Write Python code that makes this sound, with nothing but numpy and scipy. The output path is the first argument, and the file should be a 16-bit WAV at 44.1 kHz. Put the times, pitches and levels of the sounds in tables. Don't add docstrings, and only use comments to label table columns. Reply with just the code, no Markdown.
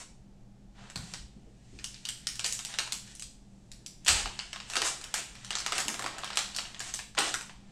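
import sys
import numpy as np
from scipy import signal
from scipy.fft import rfft, irfft
from scipy.io import wavfile
from scipy.ndimage import uniform_filter1d

SR = 44100
rng = np.random.default_rng(int(sys.argv[2]) if len(sys.argv) > 2 else 0)


def dump_mix(stems):
    frames = np.atleast_2d(stems).T
    limited = np.clip(frames, -1, 1)
    pcm = np.round(limited * 32767).astype(np.int16)
    wavfile.write(sys.argv[1], SR, pcm)


N = 340363

# (time [s], level over the first 4 ms [dB], facet pitch [Hz], brightness [dB])
SNAPS = [(0.9, -48, 7800, 1.5), (0.9585, -37, 4400, 0.5), (1.1371, -38.5, 5200, -0.5),
         (1.789, -48, 2500, -13), (1.8426, -36, 2860, 4.5), (1.9433, -48, 4930, -7),
         (2.0526, -37, 2960, -1), (2.0886, -34, 3050, 4), (2.27, -30.5, 4360, 4), (2.356, -44, 4900, 7),
         (2.3941, -34, 2880, -1), (2.4441, -30.5, 4500, -1.5), (2.4627, -32.5, 3040, 12),
         (2.5249, -31.5, 6400, 12.5), (2.5503, -43, 7450, 9), (2.591, -37.5, 6600, 1.5),
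         (2.6499, -36.5, 2800, 6.5), (2.7398, -40.5, 3900, -4), (2.787, -26.5, 2900, -1.5),
         (2.8753, -44, 980, -4), (2.9222, -31, 4100, 5.5), (3.152, -47.5, 9350, 12),
         (3.1964, -43.5, 3010, 10), (3.2228, -40, 8400, 4), (3.7166, -48, 4120, 3.5),
         (3.8624, -41, 6600, 6.5), (4.0481, -45.5, 6700, 8), (4.0623, -38, 2960, -2),
         (4.067, -32.5, 2950, -3.5), (4.0782, -31, 3060, -3), (4.0817, -20, 2850, 1.5),
         (4.0893, -25.5, 2710, -2.5), (4.258, -34.5, 1090, -26), (4.391, -35, 4400, -7.5),
         (4.5306, -38, 2840, -5), (4.5601, -42, 2900, -19), (4.6014, -42.5, 2820, -9), (4.7, -40, 3160, 2),
         (4.7356, -38, 2670, -2), (4.7559, -30.5, 1250, -1.5), (4.7675, -27, 4350, -1),
         (4.8184, -27.5, 3020, -0.5), (5.0136, -46.5, 2580, 2), (5.0409, -41.5, 2970, 3.5),
         (5.141, -28, 1540, 3), (5.3538, -49, 2500, -2), (5.4474, -43, 7000, -0.5), (5.5062, -33, 2950, -4),
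         (5.53, -40, 3800, -12), (5.5535, -30.5, 6100, -2.5), (5.5851, -36.5, 4700, -2),
         (5.6021, -37, 5330, 0), (5.6632, -30, 2680, -1.5), (5.722, -29.5, 1240, -1.5),
         (5.7811, -29.5, 2700, 4.5), (5.8024, -32, 6900, 6.5), (5.8822, -29.5, 2900, 7.5),
         (5.9424, -39, 3770, 3), (5.9935, -36, 1120, 3), (6.023, -39, 1350, 3), (6.042, -37, 930, -1.5),
         (6.0623, -33, 1120, -3), (6.1834, -42.5, 1340, 4), (6.235, -36.5, 990, -30),
         (6.2445, -38.5, 3160, 0.5), (6.2762, -44, 3200, -7), (6.3037, -39, 1340, -13),
         (6.3305, -42, 4670, -9), (6.3573, -41, 3750, 3), (6.3722, -24.5, 3550, -0.5),
         (6.39, -32, 1320, -2), (6.5482, -41.5, 4440, -2), (6.5633, -33.5, 5170, 7),
         (6.5857, -33, 4570, -5), (6.6529, -45, 2910, -10), (6.7458, -45, 3240, -9),
         (6.7944, -40.5, 7260, 6), (6.804, -37.5, 1640, 0.5), (6.9396, -32, 6150, 9),
         (6.991, -39.5, 1740, -3.5), (7.1502, -48, 1330, -4), (7.179, -29.5, 3020, -17),
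         (7.187, -26, 2970, 3), (7.3413, -29.5, 1410, 2), (7.4105, -42.5, 1430, 2),
         (7.4957, -47.5, 960, -12)]
# (low [Hz], high [Hz])
REGISTERS = [(380, 2210), (1600, 5800), (5100, 9130)]
# (time [s], body level [dB])
FOIL_BODY = [(0.9, 0), (1.9, -21.5), (2.4, -11), (2.8, -5), (3.6, -30), (4.1, -8), (4.55, -10), (4.8, 0),
             (5.15, -4), (5.55, -8), (5.9, 4), (6.4, -7), (7.3, -3)]
REGISTER_FILTERS = [signal.butter(2, edges, "band", fs=SR, output="sos") for edges in REGISTERS]


def from_db(db):
    return 10 ** (np.asarray(db) / 20)


def rms_one(x):
    return x / np.sqrt(np.mean(x ** 2) + 1e-20)


def energy_one(x):
    return x / np.sqrt(np.sum(x ** 2) + 1e-20)


def in_time(rows):
    s, *columns = np.transpose(rows)
    return [np.interp(np.arange(N) / SR, s, c) for c in columns]


def at_hz(points, hz):
    f, value = np.transpose(points)
    return np.interp(np.log(hz + 1), np.log(f), value)


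def band(x, low_hz, high_hz):
    edges = [low_hz, min(high_hz, SR / 2 - 1000)]
    return signal.sosfilt(signal.butter(2, edges, "band", fs=SR, output="sos"), x + 1e-18)


def resonate(x, hz, width_hz):
    r = np.exp(-np.pi * width_hz / SR)
    zeros = np.array([1, 0, -1]) * (1 - r * r) / 2
    poles = [1, -2 * r * np.cos(2 * np.pi * hz / SR), r * r]
    return signal.lfilter(zeros, poles, x + 1e-18)


def add(track, s, wave):
    at = round(s * SR)
    track[at:at + len(wave)] += wave


def snaps(wander, scatter_s, middle_hz):
    # (mean delay [s], level [dB])
    echoes = [(.0022, -6.5), (.0078, -6.5), (0.0179, -11)]
    body_db_per_octave = 2.5
    near, thrown = np.zeros((2, N + SR))
    t = np.arange(SR // 200) / SR
    for s, level_db, hz, bright_db in SNAPS:
        body_db = body_at(s, bright_db) + body_db_per_octave * np.log2(middle_hz / hz)
        gains = shares(body_db, bright_db)
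        direct = snap_wave(hz, gains, rattle_db=2.5, rattle_t60=0.012,
                           ring_db=8.0, ring_q=10.4, rebound=0.81, flip_s=.0007)
        add(near, s, from_db(level_db) * direct)
        spread = from_db(level_db) * snap_wave(hz, gains, rattle_db=-5, rattle_t60=0.011,
                                               ring_db=-4.0, ring_q=7.3, rebound=0.16, flip_s=0.00044)
        add(thrown, s, spread)
        for delay, echo_db in echoes:
            smear = energy_one(rng.standard_normal(len(t)) * np.exp(-t / scatter_s))
            arrival = s + delay * (1 + wander * rng.uniform(-1.1, 1))
            add(near, arrival, from_db(echo_db) * np.convolve(spread, smear))
    return near[:N], thrown[:N]


def snap_wave(hz, gains, rattle_db, rattle_t60, ring_db, ring_q, rebound, flip_s):
    t = np.arange(SR // 50) / SR
    shiver = rng.standard_normal(len(t)) * from_db(-60 * t / rattle_t60)
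    push = from_db(rattle_db) * energy_one(shiver)
    push[0] += 1
    push[round(flip_s * rng.uniform(.5, 1.5) * SR)] -= rebound
    push = push + from_db(ring_db) * resonate(push, hz, hz / ring_q)
    wave = np.zeros(len(t))
    for k, (gain, sos) in enumerate(zip(gains, REGISTER_FILTERS)):
        wave += gain * energy_one(signal.sosfilt(sos, push)) * (-1) ** k
    return energy_one(wave) * np.sqrt(.004 * SR)


def crinkle(per_s, crowding, size_db, facet_q, even_s, slide, count=8):
    flip_db = -71
    level_db, fizz_db = crinkle_effort()
    body_db = body_at(np.arange(N) / SR, fizz_db)
    rate = per_s * from_db(crowding * (level_db + 50))
    sizes = from_db(size_db * np.minimum(rng.exponential(1, N), 4)) * rng.choice([-1, 1], N)
    clicks = sizes * (rng.random(N) < rate / SR)
    power = np.maximum(uniform_filter1d(clicks ** 2, int(even_s * SR)), 0)
    clicks = clicks / np.sqrt(power + .5 * rate / SR)
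    flipping = (1 - np.clip(slide, 0, 1)) / (5 + np.exp((flip_db - level_db) / 2))
    clicks = np.sqrt(flipping) * clicks + np.sqrt(1 - flipping) * rng.standard_normal(N)
    out = np.zeros(N)
    for k, (gain, (low, high)) in enumerate(zip(shares(body_db, fizz_db), REGISTERS)):
        dealt = rng.integers(0, count, N)
        rings = np.zeros(N)
        for j, hz in enumerate(np.geomspace(low, high, count)):
            rings += resonate(clicks * (dealt == j), hz, hz / facet_q) / np.sqrt(hz)
        out += gain * rms_one(band(rings, low, high)) * (-1) ** k
    return from_db(level_db) * out


def crinkle_effort():
    # (time [s], crinkle level [dB])
    handling = [(0.7, -90), (0.8, -68), (1.5, -80), (1.8, -65), (2.9, -61), (3.4, -80), (4.0, -75),
                (4.24, -57), (4.55, -62), (4.95, -58), (5.36, -61), (5.68, -53), (6.4, -53), (6.7, -59),
                (7.1, -74), (7.6, -71)]
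    # (time of full hold [s], length of hold [s], level [dB], brightness [dB])
    pulls = [(0.0, 0.016, -49, 5), (0.785, 0.114, -60.5, -8), (1.03, 0.15, -57, 1),
             (2.446, 0.015, -38, 1.5), (2.695, 0.035, -50, -0.5), (3.07, 0.053, -57.5, -0.5),
             (4.085, 0.025, -29, 1), (4.127, 0.078, -38.5, -4.5), (4.716, 0.12, -48, 1.5),
             (4.849, 0.028, -33.5, 5), (5.158, 0.038, -42, 1), (5.755, 0.039, -39, 0.5),
             (5.905, 0.026, -53, 9), (6.17, 0.03, -52, -39), (6.823, 0.082, -48, 1.5),
             (7.179, .022, -33, -10), (7.23, 0.065, -39.5, -0.5)]
    attack_share, ease_db_per_s, release_db_per_s = 0.44, 8, 597
    handling_bright_db, body_dulling = -6, 0.28
    flurry_db, flurry_t60_s = -22, 0.13
    t = np.arange(N) / SR
    handling_db, = in_time(handling)
    foil_body_db, = in_time(FOIL_BODY)
    power = from_db(handling_db) ** 2
    bright = power * (handling_bright_db - body_dulling * foil_body_db)
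    for s, length_s, level_db, bright_db in pulls:
        held, released = np.maximum(t - s, 0), np.maximum(t - s - length_s, 0)
        attack = np.clip(1 + (t - s) / (attack_share * length_s), 0, 1)
        fall_db = ease_db_per_s * held + np.minimum(release_db_per_s * released, 100)
        pull = (attack * from_db(level_db - fall_db)) ** 2
        power, bright = power + pull, bright + pull * bright_db
    dying = from_db(-60 * t[:SR // 5] / flurry_t60_s)
    for s, level_db, _, bright_db in SNAPS:
        flurry = (from_db(level_db + flurry_db) * dying) ** 2
        add(power, s, flurry)
        add(bright, s, flurry * bright_db)
    return 10 * np.log10(power), bright / power


def body_at(s, bright_db):
    thinning = 0.32
    return np.interp(s, *np.transpose(FOIL_BODY)) - thinning * bright_db


def shares(body_db, fizz_db):
    gains = from_db([body_db, 0 * body_db, fizz_db])
    return gains / np.sqrt(np.sum(gains ** 2, axis=0))


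def colour(x, points, size=2048):
    cepstrum = irfft(np.log(from_db(at_hz(points, np.fft.rfftfreq(size, 1 / SR)))))
    cepstrum[1:size // 2] *= 2
    cepstrum[size // 2 + 1:] = 0
    return signal.fftconvolve(x, irfft(np.exp(rfft(cepstrum))))[:N]


def bumps(rise_s, spread):
    # (time [s], level [dB], centre [Hz])
    thuds = [(0.957, -39.5, 141), (0.99, -48, 55), (1.12, -49, 135), (1.19, -43.5, 49), (1.36, -53, 215),
             (1.465, -60.5, 382), (1.726, -53.5, 280), (1.739, -48, 49.6), (4.087, -35, 61.5),
             (4.086, -47.5, 216), (4.14, -38, 45), (4.221, -38.5, 40.4), (4.769, -43.5, 400),
             (5.854, -43, 237), (6.04, -50.5, 282), (7.179, -41, 340)]
    t60_s = 0.48
    t, out = np.arange(SR // 2) / SR, np.zeros(N + SR)
    for s, level_db, hz in thuds:
        rumble = band(rng.standard_normal(SR), hz / (1 + spread), hz * (1 + spread))[-len(t):]
        swell = (1 - np.exp(-t / rise_s)) * from_db(-60 * t / t60_s)
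        add(out, s, from_db(level_db) * energy_one(rumble * swell) * np.sqrt(np.sum(swell ** 2)))
    return out[:N]


def moving_room(x, build_s, count=4):
    facing = np.arange(N) // (SR // 14) % count
    return sum(room(x * (facing == k), build_s) for k in range(count))


def room(x, build_s):
    # (band centre [Hz], t60 [s])
    decay = [(200, 0.59), (600, 0.37), (1500, 0.34), (4000, 0.43), (8000, 0.4), (14000, 0.38)]
    t = np.arange(SR * 2 // 3) / SR
    hz = np.fft.rfftfreq(len(t), 1 / SR)
    noise = rfft(rng.standard_normal(len(t)))
    centres, t60s = np.transpose(decay)
    tail = np.zeros(len(t))
    for own, t60 in zip(np.eye(len(t60s)), t60s):
        part = irfft(noise * at_hz(np.c_[centres, own], hz), len(t))
        tail += part * from_db(-60 * t / t60)
    build = 1 - np.exp(-(t / build_s) ** 2)
    return signal.fftconvolve(x, energy_one(tail * build))[:N]


def background(waver, waver_hz):
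    # (frequency [Hz], relative level per Hz [dB])
    air_spectrum = [(20, 2), (45, 0), (85, -12), (150, -5), (240, -9), (450, -21), (820, -22), (1000, -30),
                    (1500, -34), (3000, -37), (7500, -37.5), (10000, -47), (16000, -63)]
    # (frequency [Hz], rms level [dB])
    hum_lines = [(120, -62), (198, -62), (50, -64)]
    air_db = -55.7
    t = np.arange(N) / SR
    air_gain = from_db(at_hz(air_spectrum, np.fft.rfftfreq(N, 1 / SR)))
    air = irfft(rfft(rng.standard_normal(N)) * air_gain, N)
    hum = np.zeros(N)
    for hz, level_db in hum_lines:
        unsteady = rms_one(band(rng.standard_normal(N), hz - waver_hz, hz + waver_hz))
        hum += from_db(level_db) * rms_one(np.sin(2 * np.pi * hz * t) + waver * unsteady)
    return from_db(air_db) * rms_one(air) + hum


def scene():
    # (frequency [Hz], gain [dB])
    foil_tone = [(100, -5), (300, 2.5), (480, -1.5), (700, 4), (1400, 4), (2100, 2), (2900, 4.5),
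                 (4000, 4.5), (6000, 1), (8000, 5), (9200, 2.5), (12000, 5), (16000, 2)]
    near, thrown = snaps(wander=.1, scatter_s=0.00077, middle_hz=2800)
    fine = from_db(-1.85) * crinkle(per_s=150, crowding=.9, size_db=4.0, facet_q=2.8,
                                    even_s=0.023, slide=0.032)
    reverb = from_db(0.1) * moving_room(thrown + fine, build_s=0.002, count=3)
    foil = colour(near + fine + reverb, foil_tone)
    mono = foil + bumps(rise_s=0.0024, spread=0.3) + background(waver=0.6, waver_hz=6.4)
    return np.array([mono, mono])


def record(dry):
    peak_limit, cutoff_hz = .6, 16000
    rounded = peak_limit * np.tanh(dry / peak_limit)
    return signal.sosfilt(signal.ellip(10, .1, 80, cutoff_hz, fs=SR, output="sos"), rounded)


dry = scene()
out = record(dry)
dump_mix(out)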